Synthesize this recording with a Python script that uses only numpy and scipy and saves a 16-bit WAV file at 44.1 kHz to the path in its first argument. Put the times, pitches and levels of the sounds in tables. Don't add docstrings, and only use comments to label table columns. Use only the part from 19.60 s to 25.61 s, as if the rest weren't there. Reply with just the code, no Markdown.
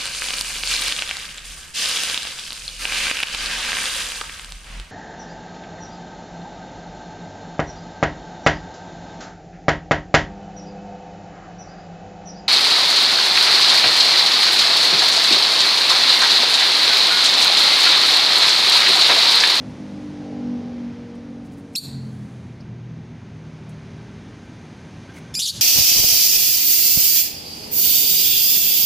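import sys
import numpy as np
from scipy import signal
from scipy.fft import rfft, irfft, next_fast_len
from scipy.io import wavfile
from scipy.ndimage import uniform_filter1d, minimum_filter1d

SR = 44100
rng = np.random.default_rng(int(sys.argv[2]) if len(sys.argv) > 2 else 0)


def unload_wav(signal):
    wavfile.write(
        sys.argv[1],
        SR,
        np.round(np.clip(np.atleast_2d(signal).T, -1, 1) * 32767).astype(np.int16),
    )


N = 265041
TIME = np.arange(N) / SR


def from_db(db):
    return 10 ** (np.asarray(db) / 20)


def unit_rms(x):
    return x / np.sqrt(np.mean(x ** 2) + 1e-20)


def in_time(rows, t=TIME):
    times, *columns = np.transpose(sorted(map(tuple, rows)))
    return [np.interp(t, times, column) for column in columns]


def at_hz(points, hz):
    known_hz, values = np.transpose(points)
    return np.interp(np.log(np.maximum(hz, 1)), np.log(known_hz), values)


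def drift(rate_hz, size=N):
    padded = next_fast_len(size)
    hz = np.fft.rfftfreq(padded, 1 / SR)
    spectrum = rfft(rng.standard_normal(padded)) / (1 + (hz / rate_hz) ** 2) ** 2
    return unit_rms(irfft(spectrum, padded)[:size])


def coloured_noise(spectrum, size=N):
    gain = from_db(at_hz(spectrum, np.fft.rfftfreq(size, 1 / SR)))
    return unit_rms(irfft(rfft(rng.standard_normal(size)) * gain, size))


def band(x, low_hz, high_hz):
    return signal.sosfilt(signal.butter(2, [low_hz, min(high_hz, .45 * SR)], "band", fs=SR, output="sos"), x)


def narrowband_noise(rows):
    return sum(from_db(db) * unit_rms(band(rng.standard_normal(N), hz - width / 2, hz + width / 2))
               for hz, width, db in rows)


def swells(rows):
    return sum(from_db(db) * np.exp(-.5 * ((TIME - centre) / width) ** 2) for centre, db, width in rows)


def during(start_s, length_s):
    t = TIME[(TIME >= start_s) & (TIME <= start_s + length_s)]
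    return t, (t - start_s) / length_s


# (time [s], firing rate [Hz])
FIRING_RATE = [(0, 50.3), (1.0, 48.2), (2.1, 46.8), (2.3, 45.5), (2.5, 42.5), (2.8, 40.6), (4.0, 38.9),
               (6.0, 39.5)]
# (time [s], level [dB])
PULLING_LEVEL = [(0.0, -38.5), (0.08, -30), (0.17, -41), (0.21, -30), (0.58, -32.5), (0.91, -28),
                 (1.06, -36.5), (1.27, -31), (1.32, -34.5), (2.1, -38.5)]
COASTING_LEVEL = [(2.3, -32), (2.34, -32.5), (3.02, -40), (3.1, -35.5), (3.79, -42), (3.93, -39),
                  (5.25, -48), (5.43, -42), (5.53, -66), (5.6, -43.5)]
# (frequency [Hz], gain [dB])
PULLING_RESPONSE = [(145, -16.5), (195, -11), (233, -9.5), (241, 2.5), (246, -12), (251, -6.5), (283, -7),
                    (287, -13), (296, -5), (303, -16.5)]
COASTING_RESPONSE = [(118, -6), (128, -2), (142, -4.5), (156, -2), (168, -11.5), (197, -9.5), (212, -6),
                     (235, -11.5), (250, -14), (275, -8.5)]
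# (time [s], level [dB])
THROTTLE_LEVEL = [(0, -51.5), (0.5, -53), (0.7, -46), (1.0, -46.5), (1.35, -56.5), (1.75, -54.5),
                  (2.1, -59), (2.4, -65), (6, -61)]
# (harmonic number, level relative to the rasp [dB])
RASP_HARMONICS = [(7, -16), (8, -15), (9, -6.5), (10, -1.5), (11, -6.5), (12, -8.5), (13, -10.5), (15, -10),
                  (16, -5), (17, -6)]
# (harmonic number, sensitivity [dB/dB])
RASP_SENSITIVITY = [(10, 0.7), (17, 1.5)]


def motorbike(shut_at_s=2.27, shutting_s=.25, wobble=.0019, fading_db=2.2, rasp_fading_db=3.5):
    rate = in_time(FIRING_RATE)[0]
    phase = 2 * np.pi * np.cumsum(rate * (1 + wobble * drift(8.4))) / SR
    shut = np.clip(.5 + (TIME - shut_at_s) / shutting_s, 0, 1)
    pull = (1 - shut) * from_db(in_time(PULLING_LEVEL)[0] + 1.5)
    coast = shut * from_db(in_time(COASTING_LEVEL)[0] + 1)
    drone = 0
    for k in range(3, 7):
        gain = pull * from_db(at_hz(PULLING_RESPONSE, k * rate))
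        gain += coast * from_db(at_hz(COASTING_RESPONSE, k * rate))
        gain *= from_db(fading_db * drift(9.8))
        drone += gain * np.cos(k * phase + rng.uniform(0, 2 * np.pi))
    rasp_db = in_time(THROTTLE_LEVEL)[0]
    for k, db in RASP_HARMONICS:
        eased_db = rasp_db.max() + at_hz(RASP_SENSITIVITY, k) * (rasp_db - rasp_db.max())
        gain = from_db(eased_db + db + rasp_fading_db * drift(4))
        drone += gain * np.cos(k * phase + .9 * drift(6))
    pulsed_noise = rng.standard_normal(N) * (1 + .16 * np.cos(phase))
    burble = from_db(-8) * coast * unit_rms(band(pulsed_noise, 82, 222))
    return np.sqrt(2) * drone + burble


# (frequency [Hz], relative level [dB])
TRAFFIC_SPECTRUM = [(18, -36), (32, -19.5), (66, -10.5), (87, -4.5), (185, -3.5), (247, -4.5), (460, -16),
                    (1000, -21.5), (1140, -24.5), (2190, -26), (2630, -29), (6200, -36.5), (8040, -48.5),
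                    (9390, -45.5), (12200, -56.5), (15000, -74)]
# (time [s], relative level [dB])
RUSH_LEVEL = [
    [(0.0, -56.5), (0.98, -57), (1.34, -57), (1.72, -61.5), (2.1, -64)],
    [(2.85, -60.5), (3.18, -62), (4.37, -56.5), (4.99, -57), (5.7, -55)],
]
TREBLE_LEVEL = [
    [(0.0, -69), (0.48, -70.5), (0.82, -76.5), (1.89, -77), (2.1, -72)],
    [(2.75, -69.5), (3.12, -83), (3.87, -77.5), (3.98, -76), (5.7, -69.5)],
]
# (frequency [Hz], rush [dB/dB], throttle [dB/dB], treble [dB/dB])
WASH_SENSITIVITY = [(110, .03, 0.24, 0.02), (500, 0.14, 0.29, 0.11), (2000, 0.76, 0, 0),
                    (5500, 0.76, 0.2, 0.2), (9000, .03, 0.02, 0.84)]


def traffic(level_db=-41, dull_hz=11000):
    hz = np.fft.rfftfreq(N, 1 / SR)
    spectrum = rfft(coloured_noise(TRAFFIC_SPECTRUM)) / np.sqrt(1 + (hz / dull_hz) ** 8)
    curves = np.vstack(RUSH_LEVEL), THROTTLE_LEVEL, np.vstack(TREBLE_LEVEL)
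    levels_db = np.array([in_time(curve)[0] for curve in curves])
    swings_db = levels_db - levels_db.mean(axis=1, keepdims=True)
    bands = np.array(WASH_SENSITIVITY)
    wash = 0
    for weights, sensitivity in zip(np.eye(len(bands)), bands[:, 1:]):
        crossover = at_hz(list(zip(bands[:, 0], weights)), hz)
        wash += irfft(spectrum * crossover, N) * from_db(sensitivity @ swings_db)
    return from_db(level_db) * wash


# (frequency [Hz], bandwidth [Hz], level [dB])
HUM_BANDS = [(54.9, 9.8, -60.5), (94.4, 13.5, -50.5)]
# (time [s], level [dB], Gaussian width [s])
BASS_SWELLS = [(.06, -40.5, 0.091), (5.98, -37.5, 0.037)]


def rumble():
    hum = narrowband_noise(HUM_BANDS)
    bass = unit_rms(band(rng.standard_normal(N + SR), 70, 132)[SR:])
    return hum + swells(BASS_SWELLS) * bass


# (frequency [Hz], bandwidth [Hz], level at 5.5 s [dB])
WHINE_BANDS = [(1552, 52, -61.5), (2380, 49, -65.5), (6300, 500, -67)]


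def whines(rise_db_per_s=3.0):
    return narrowband_noise(WHINE_BANDS) * from_db(rise_db_per_s * (TIME - 5.5))


# (time [s], level [dB], Gaussian width [s])
WING_BEATS = [(0.096, -65, .012), (0.43, -72, .008), (1.862, -61.5, 0.014), (1.93, -57.5, 0.012),
              (1.986, -58, .013), (2.139, -56, 0.0067), (2.506, -64.5, 0.15), (4.855, -72, .01),
              (5.574, -51.5, 0.016)]
# (frequency [Hz], relative level [dB])
FEATHER_SPECTRUM = [(1500, 6), (4000, 0.5), (7000, 2), (11000, 0.5), (13000, -12.5), (16000, -7)]


def wings(flicker_db=2.0):
    return swells(WING_BEATS) * coloured_noise(FEATHER_SPECTRUM) * from_db(flicker_db * drift(300))


# (delay [s], gain [dB])
EARLY_REFLECTIONS = [(.0004, -45), (.0088, -13.5), (0.018, -20)]
# (frequency [Hz], time to fall 60 dB [s])
REVERB_TIME = [(500, 0.63), (2500, 0.47), (4200, 0.73), (8000, 0.47), (14000, 0.28)]
# (frequency [Hz], relative level [dB])
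REVERB_SPECTRUM = [(500, 7), (2500, 11), (3200, -3.5), (4300, -7), (6000, 1.5), (9000, 0), (14000, 8)]


def porch(x, wet_db=-13, build_s=.0033):
    t = TIME[:SR]
    edges_hz = np.geomspace(500, 16000, 11)
    tail = 0
    for low, high in zip(edges_hz, edges_hz[1:]):
        hz = np.sqrt(low * high)
        level_db = at_hz(REVERB_SPECTRUM, hz) - 60 * t / at_hz(REVERB_TIME, hz)
        tail += band(rng.standard_normal(SR), low, high) * from_db(level_db)
    tail *= 1 - np.exp(-(t / build_s) ** 2)
    tail /= np.sqrt(np.sum(tail ** 2))
    early = sum(from_db(db) * np.interp(TIME - round(delay * SR) / SR, TIME, x)
                for delay, db in EARLY_REFLECTIONS)
    return x + early + from_db(wet_db) * signal.fftconvolve(x, tail)[:N]


# (time [s], relative level [dB])
PERCH_CONTACTS = [(1.5519, -46.5), (4.0926, -36.5)]


def ticks(decay_s=.0099, gain_db=-17):
    envelope = sum(from_db(db) * (TIME >= start) * np.exp(-np.abs(TIME - start) / decay_s)
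                   for start, db in PERCH_CONTACTS)
    return from_db(gain_db) * envelope * unit_rms(band(rng.standard_normal(N), 6000, 10500))


# (frequency [Hz], gain [dB])
VOCAL_TRACT = [(1700, -19), (2450, -18.5), (3300, -3), (4000, 0), (4800, 2), (5400, 2), (6400, -1),
               (7300, -3), (8400, -14), (9700, -5.5), (12200, -11), (14000, -22), (16000, -34.5)]


def syrinx(t, pitch, level_db, depth_hz, flutter, jitter, rasp_db, tilt_db, throb_db=2.4):
    harshness = depth_hz / 700
    unsteadiness = (jitter + .058 * harshness) * drift(1050, len(t))
    pitch = (pitch + depth_hz * flutter) * (1 + unsteadiness)
    phase = 2 * np.pi * np.cumsum(pitch) / SR
    voice, power = 0, 1e-12
    for k in range(1, 9):
        gain = from_db(at_hz(VOCAL_TRACT, k * pitch) + tilt_db * np.log2(k)) * (k * pitch < SR / 2)
        shimmer = 1 + min(.16 * k, .6) * (harshness + .25) * drift(900, len(t))
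        voice += gain * shimmer * np.sin(k * phase + rng.uniform(0, 2 * np.pi))
        power += gain ** 2 / 2
    hiss = unit_rms(band(coloured_noise(VOCAL_TRACT, len(t)), 3900, 12000))
    rasp = from_db(rasp_db + 10.5 * harshness) * hiss
    ramps = np.clip(np.minimum(t - t[0], t[-1] - t) / .00037, 0, 1)
    envelope = ramps * from_db(level_db + throb_db * harshness * flutter)
    out = np.zeros(N)
    out[np.round(t * SR).astype(int)] = (voice / np.sqrt(power) + rasp) * envelope
    return out


FLUTTER_HZ = 217
# (time [s], duration [s], first pitch [Hz], last pitch [Hz], level [dB],
# flutter depth at onset [Hz], spectral tilt [dB/octave])
SHRIEK_NOTES = [(2.1520, .0074, 2800, 2480, -20.5, 0, -8), (2.1586, .0346, 3640, 4600, -9.5, 850, 0),
                (5.7402, .0105, 1680, 1800, -26.5, 0, -1.5), (5.7500, .0415, 2290, 2500, -17.5, 650, -3),
                (5.7908, .007, 3000, 2900, -18, 750, -2.5)]


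def shrieks(gain_db=-1.8, attack_s=.002, crest_s=.0023, settle_s=.005, fade_share=.2):
    out = 0
    for start, length, first_hz, last_hz, db, depth_hz, tilt_db in SHRIEK_NOTES:
        t, progress = during(start, length)
        transient = np.exp(-(t - start) / settle_s) * (depth_hz > 0)
        flutter = np.cos(2 * np.pi * FLUTTER_HZ * (t - start - crest_s))
        accent_db = (1.5 + 4.5 * flutter) * transient
        attack_db = -8 * np.clip(1 - (t - start) / attack_s, 0, 1)
        fade_db = -12 * np.clip(1 - (1 - progress) / fade_share, 0, 1)
        level_db = gain_db + db + accent_db + attack_db + fade_db
        pitch = first_hz + (last_hz - first_hz) * np.minimum(progress / (1 - fade_share), 1)
        out += syrinx(t, pitch, level_db, depth_hz * transient, flutter,
                      jitter=.0098, rasp_db=-21, tilt_db=tilt_db)
    return out


# (time [s], duration [s], first pitch [Hz],
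# last pitch [Hz], peak level [dB], flutter depth [Hz], spectral tilt [dB/octave])
FAINT_CHIRPS = [(2.997, 0.025, 4600, 5050, -51.5, 500, -18), (5.479, 0.041, 1413, 1702, -44, 110, -30),
                (5.535, 0.0196, 2930, 3200, -51, 30, -3), (5.548, 0.043, 2394, 1965, -46, 190, -34)]


def chirps(swell_db=14):
    out = 0
    for start, length, first_hz, last_hz, db, depth_hz, tilt_db in FAINT_CHIRPS:
        t, progress = during(start, length)
        pitch = first_hz + (last_hz - first_hz) * progress
        flutter = np.cos(2 * np.pi * FLUTTER_HZ * (t - start))
        level_db = db - swell_db * np.abs(2 * progress - 1)
        out += syrinx(t, pitch, level_db, depth_hz, flutter, jitter=.018, rasp_db=-22, tilt_db=tilt_db)
    return out


# (time [s], centre pitch [Hz], level [dB])
TRILL_CONTOUR = [(5.797, 2750, -12), (5.808, 3400, -11), (5.814, 3250, -13), (5.832, 4300, -8.5),
                 (5.853, 4100, -9), (5.875, 3200, -9), (5.884, 3120, -8.5), (5.891, 4050, -8.5),
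                 (5.909, 4050, -13)]
# (time [s], modulation rate [Hz])
TRILL_FLUTTER_RATE = [(5.847, 222), (5.851, 190), (5.868, 190), (5.873, 222), (5.887, 224), (5.891, 250)]
# (centre pitch [Hz], depth [Hz])
TRILL_FLUTTER_DEPTH = [(2600, 200), (3700, 700)]


def trill(gain_db=-1.8, crest_s=5.831, release_s=.0044):
    start, end = TRILL_CONTOUR[0][0], TRILL_CONTOUR[-1][0]
    t, _ = during(start, end - start)
    pitch, level_db = in_time(TRILL_CONTOUR, t)
    cycles = np.cumsum(in_time(TRILL_FLUTTER_RATE, t)[0]) / SR
    flutter = np.cos(2 * np.pi * (cycles - np.interp(crest_s, t, cycles)))
    depth_hz = at_hz(TRILL_FLUTTER_DEPTH, pitch)
    fade_db = -4 * np.clip(1 - (t[-1] - t) / release_s, 0, 1)
    return syrinx(t, pitch, gain_db + level_db + fade_db, depth_hz, flutter,
                  jitter=.012, rasp_db=-29, tilt_db=-1.9)


def scene():
    birds = shrieks() + trill() + chirps() + wings() + ticks()
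    mono = porch(birds) + motorbike() + traffic() + rumble() + whines()
    return np.array([mono, mono])


def record(dry, limit_db=-19.5, release_db_per_s=210, low_cut_hz=30, high_cut_hz=15750):
    power = uniform_filter1d(dry[0] ** 2, size=80)
    excess_db = np.maximum(10 * np.log10(np.maximum(power, 1e-12)) - limit_db, 0)
    hold = 2 * int(.008 * SR) + 1
    held_db = -minimum_filter1d(-excess_db, hold, origin=hold // 2)
    duck_db = np.maximum.accumulate(held_db + release_db_per_s * TIME) - release_db_per_s * TIME
    limited = dry * from_db(-uniform_filter1d(duck_db, size=64))
    high_pass = signal.butter(1, low_cut_hz, "high", fs=SR, output="sos")
    low_pass = signal.ellip(10, .1, 80, high_cut_hz, fs=SR, output="sos")
    return signal.sosfilt(low_pass, signal.sosfilt(high_pass, limited))


dry = scene()
out = record(dry)
unload_wav(out)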